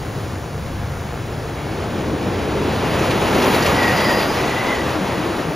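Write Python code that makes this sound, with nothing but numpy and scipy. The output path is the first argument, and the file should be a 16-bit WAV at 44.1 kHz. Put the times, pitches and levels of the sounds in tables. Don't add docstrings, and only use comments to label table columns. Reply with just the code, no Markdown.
import sys
import numpy as np
from scipy import signal
from scipy.fft import rfft, irfft, next_fast_len
from scipy.io import wavfile
from scipy.ndimage import uniform_filter1d, map_coordinates

SR = 44100
rng = np.random.default_rng(int(sys.argv[2]) if len(sys.argv) > 2 else 0)


def inscribe(sig):
    pcm = np.round(np.clip(np.atleast_2d(sig).T, -1, 1) * 32767)
    wavfile.write(sys.argv[1], SR, pcm.astype(np.int16))


N = 244755
TIME = np.arange(N) / SR


def amp(db):
    return 10 ** (np.asarray(db) / 20)


def unit(x):
    return x / np.sqrt(np.mean(x ** 2) + 1e-20)


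def along(points, hz, column=1):
    table = np.transpose(points)
    return np.interp(np.log(hz + 1), np.log(table[0] + 1), table[column])


def curves(rows):
    times, *columns = np.transpose(rows)
    return [np.interp(TIME, times, column) for column in columns]


def wobble(rate):
    return map_coordinates(rng.standard_normal(int(N * rate / SR) + 4), [TIME * rate])


def filtered(x, response):
    size = next_fast_len(N + 8192)
    return irfft(rfft(x, size) * response(np.fft.rfftfreq(size, 1 / SR)), size)[..., :N]


def rush(spectrum, patchy_db):
    bins = signal.stft(rng.standard_normal((2, N)), nperseg=512)[2]
    patches = uniform_filter1d(uniform_filter1d(rng.standard_normal(bins.shape[1:]), 6, 0), 10, 1)
    pair = signal.istft(bins * amp(patchy_db * unit(patches)), nperseg=512)[1][:, :N]
    low_hz, high_hz = spectrum[0][0], spectrum[-1][0]
    return unit(filtered(pair, lambda hz: amp(along(spectrum, hz)) * (hz > low_hz) * (hz < high_hz)))


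# f/Hz, level/dB
BASS_EQ = [(18, -40), (32, 0), (45, -12.5), (65, 2), (90, 3), (140, 1.5), (190, -7), (300, -23)]
WASH_EQ = [(90, -42), (200, -1.5), (450, -2.5), (900, -9), (1800, -15), (3500, -22), (7000, -26),
           (11000, -30.5), (13000, -37), (16000, -30)]
# t/s, level/dB
BASS_LEVEL = [(0, -29), (.8, -27), (1.4, -32), (2, -28), (2.6, -28), (3.4, -26), (4.2, -31.5), (5.55, -35)]
WASH_LEVEL = [(0, -30), (.25, -30), (.5, -31.5), (1, -31), (3, -33), (5.55, -30.5)]
def park():
    bass = amp(curves(BASS_LEVEL)[0]) * rush(BASS_EQ, patchy_db=-0.8)
    wash = amp(curves(WASH_LEVEL)[0] + 0.21 * wobble(6.4)) * rush(WASH_EQ, patchy_db=0.6)
    return bass + wash


# f/Hz, level/dB
CASING_EQ = [(50, 16), (120, -21), (300, -3.5), (440, -6), (528, 0), (600, -16), (704, 1), (790, 0.5),
             (900, -6.5), (1400, -8), (3000, -26), (6000, -48)]
# f/Hz, relative level/dB
HUM_LINES = [(88, -39.5), (118.5, -38), (147, -39)]
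def motor(turn_hz=58.68):
    turns = turn_hz * TIME + 0.013 * wobble(2.98)
    pulses = np.diff(np.floor(turns), prepend=0) + 0.36 * np.diff(np.floor(turns + .5), prepend=0)
    pulses *= amp(2.3 * wobble(30))
    buzz = unit(filtered(pulses, lambda hz: amp(along(CASING_EQ, hz)) * (hz > 40)))
    hum = 0
    for hz, db in HUM_LINES:
        gain = amp(db + 0.5 + 3.2 * wobble(5.19))
        hum += gain * np.sin(2 * np.pi * (hz * TIME + 0.16 * wobble(5)))
    return (amp(-38.5 + 1.1 * wobble(2.8)) * buzz + hum) * [[1], [.7]]


# t/s, f/Hz, level/dB
THUDS = [(1.7, 320, -22), (2.05, 310, -19), (2.11, 315, -18), (2.265, 130, -17), (2.6, 290, -17),
         (2.73, 500, -19), (2.88, 115, -17), (3.365, 250, -15), (3.46, 255, -15), (3.49, 415, -16),
         (4.77, 385, -17), (4.805, 330, -18), (4.952, 310, -12), (5.015, 185, -14), (5.17, 180, -18),
         (5.185, 310, -19), (5.245, 345, -16), (5.3, 330, -20), (5.37, 300, -19), (5.39, 365, -18),
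         (5.465, 160, -14), (5.525, 320, -16)]
def thuds(attack_s=.009, t60_s=.19):
    out, t = np.zeros((2, N + SR)), np.arange(SR // 4) / SR
    for (start, hz, db), phase in zip(THUDS, rng.random((len(THUDS), 2, 1))):
        envelope = amp(db - 60 * t / t60_s) * (1 - np.exp(-t / attack_s))
        onset = round(start * SR)
        out[:, onset:onset + len(t)] += envelope * np.sin(2 * np.pi * (hz * t + phase))
    return out[:, :N]


def rubbed_mode(rows, width_hz, tone, attack_db_per_s=220, release_db_per_s=170):
    start, hold, from_hz, to_hz, db = np.transpose(rows)[:, :, None]
    ramps_db = np.minimum(attack_db_per_s * (TIME - start), release_db_per_s * (start + hold - TIME))
    envelope = amp(db + np.minimum(0, ramps_db)).max(axis=0)
    glide_times = np.hstack([start, start + hold]).ravel()
    pitch_hz = np.interp(TIME, glide_times, np.hstack([from_hz, to_hz]).ravel())
    fuzz = unit(filtered(rng.standard_normal((2, 2, N)), lambda hz: 1 / (1 + (2 * hz / width_hz) ** 3)))
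    phase = 2 * np.pi * np.cumsum(pitch_hz + width_hz / 14 * wobble(30)) / SR
    line = unit((fuzz[0] + tone) * np.cos(phase) + fuzz[1] * np.sin(phase))
    return line, envelope * amp(0.48 * wobble(21))


# t/s, hold/s, from f/Hz, to f/Hz, level/dB
LOW_SQUEALS = [(1.61, 0.1, 2270, 2230, -44), (3.618, .035, 1924, 1930, -28), (3.705, 0.04, 1910, 1930, -30),
               (3.79, 0.125, 1940, 1890, -24), (3.974, 0.06, 1990, 1980, -28.5),
               (4.055, 0.06, 1915, 1885, -24.5), (4.13, .045, 1890, 1910, -27.5),
               (4.19, .04, 1870, 1860, -32), (4.362, 0.083, 1950, 1970, -34),
               (4.51, 0.14, 1980, 2010, -28.5), (4.7, .022, 2040, 2030, -26.5),
               (4.775, 0.03, 1960, 1930, -32), (5.121, .12, 1920, 1940, -40)]
HIGH_SQUEALS = [(3.83, .07, 4850, 4810, -36), (3.97, .05, 4860, 4860, -35.5), (4.05, .08, 4860, 4830, -31),
                (4.14, .1, 4860, 4850, -33), (4.27, .03, 4860, 4900, -37), (4.32, .02, 5000, 5000, -41),
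                (4.38, .03, 5090, 5100, -43)]
# f/Hz, width/Hz, relative level/dB
TOP_MODES = [(8450, 220, -2), (12300, 1000, 0)]
def squeal():
    low, low_gain = rubbed_mode(LOW_SQUEALS, width_hz=170, tone=.75)
    high, high_gain = rubbed_mode(HIGH_SQUEALS, width_hz=310, tone=0)
    peaks = lambda f: sum(amp(db) / (1 + abs(2 * (f - hz) / width) ** 3) for hz, width, db in TOP_MODES)
    sheen = unit(filtered(rng.standard_normal((2, N)), peaks))
    return low_gain * low + high_gain * (high + amp(-18) * sheen)


# t/s, level/dB
HARD_CLACKS = [(2.8512, -34), (2.9345, -28), (2.9869, -27), (3.105, -24), (3.345, -24), (3.4194, -20),
               (3.5002, -30), (3.5451, -19), (3.5816, -25), (3.6215, -21), (3.6599, -18), (3.7452, -23),
               (3.827, -20), (3.9715, -24), (4.0016, -22), (4.041, -23), (4.1906, -26), (4.2226, -23),
               (4.7918, -33), (5.1779, -30)]
def clacks(roar_db, axle_gap_s=.0815, attack_s=0.0028, t60_s=0.091):
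    envelope, t = np.zeros(N + SR), np.arange(SR // 10) / SR
    time_jitter, level_jitter = rng.standard_normal((2, 100))
    soft_times = np.clip(1 + axle_gap_s * np.arange(100) + 0.012 * time_jitter, 0, N / SR)
    soft_db = np.interp(soft_times, TIME, roar_db) - 10.5 + 2.5 * level_jitter
    for start, db in [*HARD_CLACKS, *zip(soft_times, soft_db)]:
        envelope[round(start * SR):][:len(t)] += amp(db - 60 * t / t60_s) * (1 - np.exp(-t / attack_s))
    return envelope[:N] * rush(HISS_EQ, patchy_db=2.5)


# f/Hz, level/dB
BEAM_EQ = [(30, -38), (70, -33), (105, -26), (120, -0.5), (138, -3), (180, -1), (240, -1.5), (330, -0.5),
           (430, -1.5), (540, -7), (900, -17.5)]
# t/s, level/dB
LONG_BEAM_LEVEL = [(1, 3), (1.5, -1), (2.1, 0), (2.6, 0.5), (3, -1), (3.3, -4.5), (3.7, 1), (4.2, 0),
                   (4.7, 4.5), (5.55, 1)]
def trestle_boom(boom_db, shelf_hz=215):
    boom = amp(boom_db + 0.42 * wobble(5.38)) * rush(BEAM_EQ, patchy_db=-0.77)
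    low_end = filtered(boom, lambda hz: 1 / (1 + (hz / shelf_hz) ** 6))
    return boom + (amp(curves(LONG_BEAM_LEVEL)[0]) - 1) * low_end


# f/Hz, level/dB
ROAR_EQ = [(220, -14), (400, -12), (490, 0), (620, -1), (900, -0.5), (1300, -6), (2500, -13), (4000, -21.5),
           (6500, -34)]
HISS_EQ = [(1200, -7), (2600, -1), (4000, -5.5), (5500, -9.5), (8000, -13), (10000, -17), (16000, -33)]
SIZZLE_EQ = [(6000, -31), (9000, -5), (10200, 1.5), (11300, 6.5), (12500, 2), (14000, 0.5), (16000, -2)]
# t/s, level/dB
SIZZLE_LEVEL = [(1.5, -68), (2.5, -60), (2.75, -51), (3.1, -46.5), (3.55, -36.5), (3.75, -41.5),
                (3.95, -42), (4.1, -43), (4.3, -43.5), (4.7, -50), (5.55, -55)]
def rolling_wheels(roar_db, nearest_roar_db=-18.5, nearest_hiss_db=-27):
    hiss_db = nearest_hiss_db + 1.115 * (roar_db - nearest_roar_db)
    sizzle_db, = curves(SIZZLE_LEVEL)
    shake = wobble(24.28) + .5 * wobble(12)
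    roar = amp(roar_db + 0.6 * shake) * rush(ROAR_EQ, patchy_db=0.1)
    hiss = amp(hiss_db + .7 * shake + .4 * wobble(7)) * rush(HISS_EQ, patchy_db=1.1)
    sizzle = amp(sizzle_db + .9 * shake + .8 * wobble(9)) * rush(SIZZLE_EQ, patchy_db=1.6)
    return roar + hiss + sizzle


# t/s, boom level/dB, roar level/dB
PASS_BY = [(0.8, -59, -39.5), (1.1, -42, -43), (1.5, -32, -35), (1.8, -28, -32), (2.1, -24, -30.5),
           (2.5, -23.5, -28), (2.75, -21, -25), (3.1, -20.5, -22), (3.28, -19.5, -20), (3.45, -17.5, -18.5),
           (3.6, -20, -19), (3.75, -20.5, -19), (4.0, -22, -19.5), (4.4, -24, -21.5), (4.8, -26, -23.5),
           (5.15, -26, -26), (5.35, -27, -26), (5.55, -27.5, -29.5)]
def train(fade_in_s=0.72):
    boom_db, roar_db = curves(PASS_BY)
    entry_s = PASS_BY[0][0]
    fade_in = np.interp(TIME, [entry_s - fade_in_s, entry_s], [0, 1])
    return fade_in * (trestle_boom(boom_db) + rolling_wheels(roar_db)) + clacks(roar_db)


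# f/Hz, width/rad (0 is centred, pi is side only)
WIDTH = [(45, 0.12), (140, 0.24), (400, 0.43), (800, 0.68), (1300, 0.51), (2200, 0), (2900, 0.56),
         (4500, 0.58), (5350, 0), (6600, 0), (7300, 1.3), (7900, 3.15), (8550, 3.15), (9500, 1.34),
         (10500, 0.85), (11150, 0), (12900, 0), (13900, 1.24), (15500, 1.94)]
# f/Hz, share in phase, share a quarter cycle off
SIDE_TIE = [(60, 0.39, 0), (200, 0.63, -0.24), (500, 0.2, -0.48), (1600, 0.23, -0.53), (2200, 0.056, 0.35),
            (2800, 0, 0.79), (11000, 0.033, .8), (13000, 0, -.6), (16000, 0, -.7)]
def stereo_image(field):
    half_angle = lambda hz: np.clip(along(WIDTH, hz), 0, np.pi) / 2
    tied = lambda hz: along(SIDE_TIE, hz) + 1j * along(SIDE_TIE, hz, column=2)
    free = lambda hz: np.sqrt(np.clip(1 - abs(tied(hz)) ** 2, 0, 1))
    mid = filtered(field[0], lambda hz: np.cos(half_angle(hz)))
    side = filtered(field, lambda hz: np.sin(half_angle(hz)) * np.array([tied(hz), free(hz)])).sum(0)
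    return np.array([mid + side, mid - side])


# t/s, left-over-right level/dB
PAN = [(0, 0), (2.2, 0), (3.3, -.5), (4.2, -0.3), (4.8, .2), (5.55, .8)]
def phone_turn(pair, shelf_hz=1500):
    lean_db, = curves(PAN)
    lows = filtered(pair, lambda hz: 1 / (1 + (hz / shelf_hz) ** 4))
    return pair + (amp([lean_db / 2, -lean_db / 2]) - 1) * lows


def scene():
    return phone_turn(stereo_image(park() + motor() + thuds() + squeal() + train()))


def record(dry, top_hz=15750):
    return filtered(dry, lambda hz: hz < top_hz)


dry = scene()
out = record(dry)
inscribe(out)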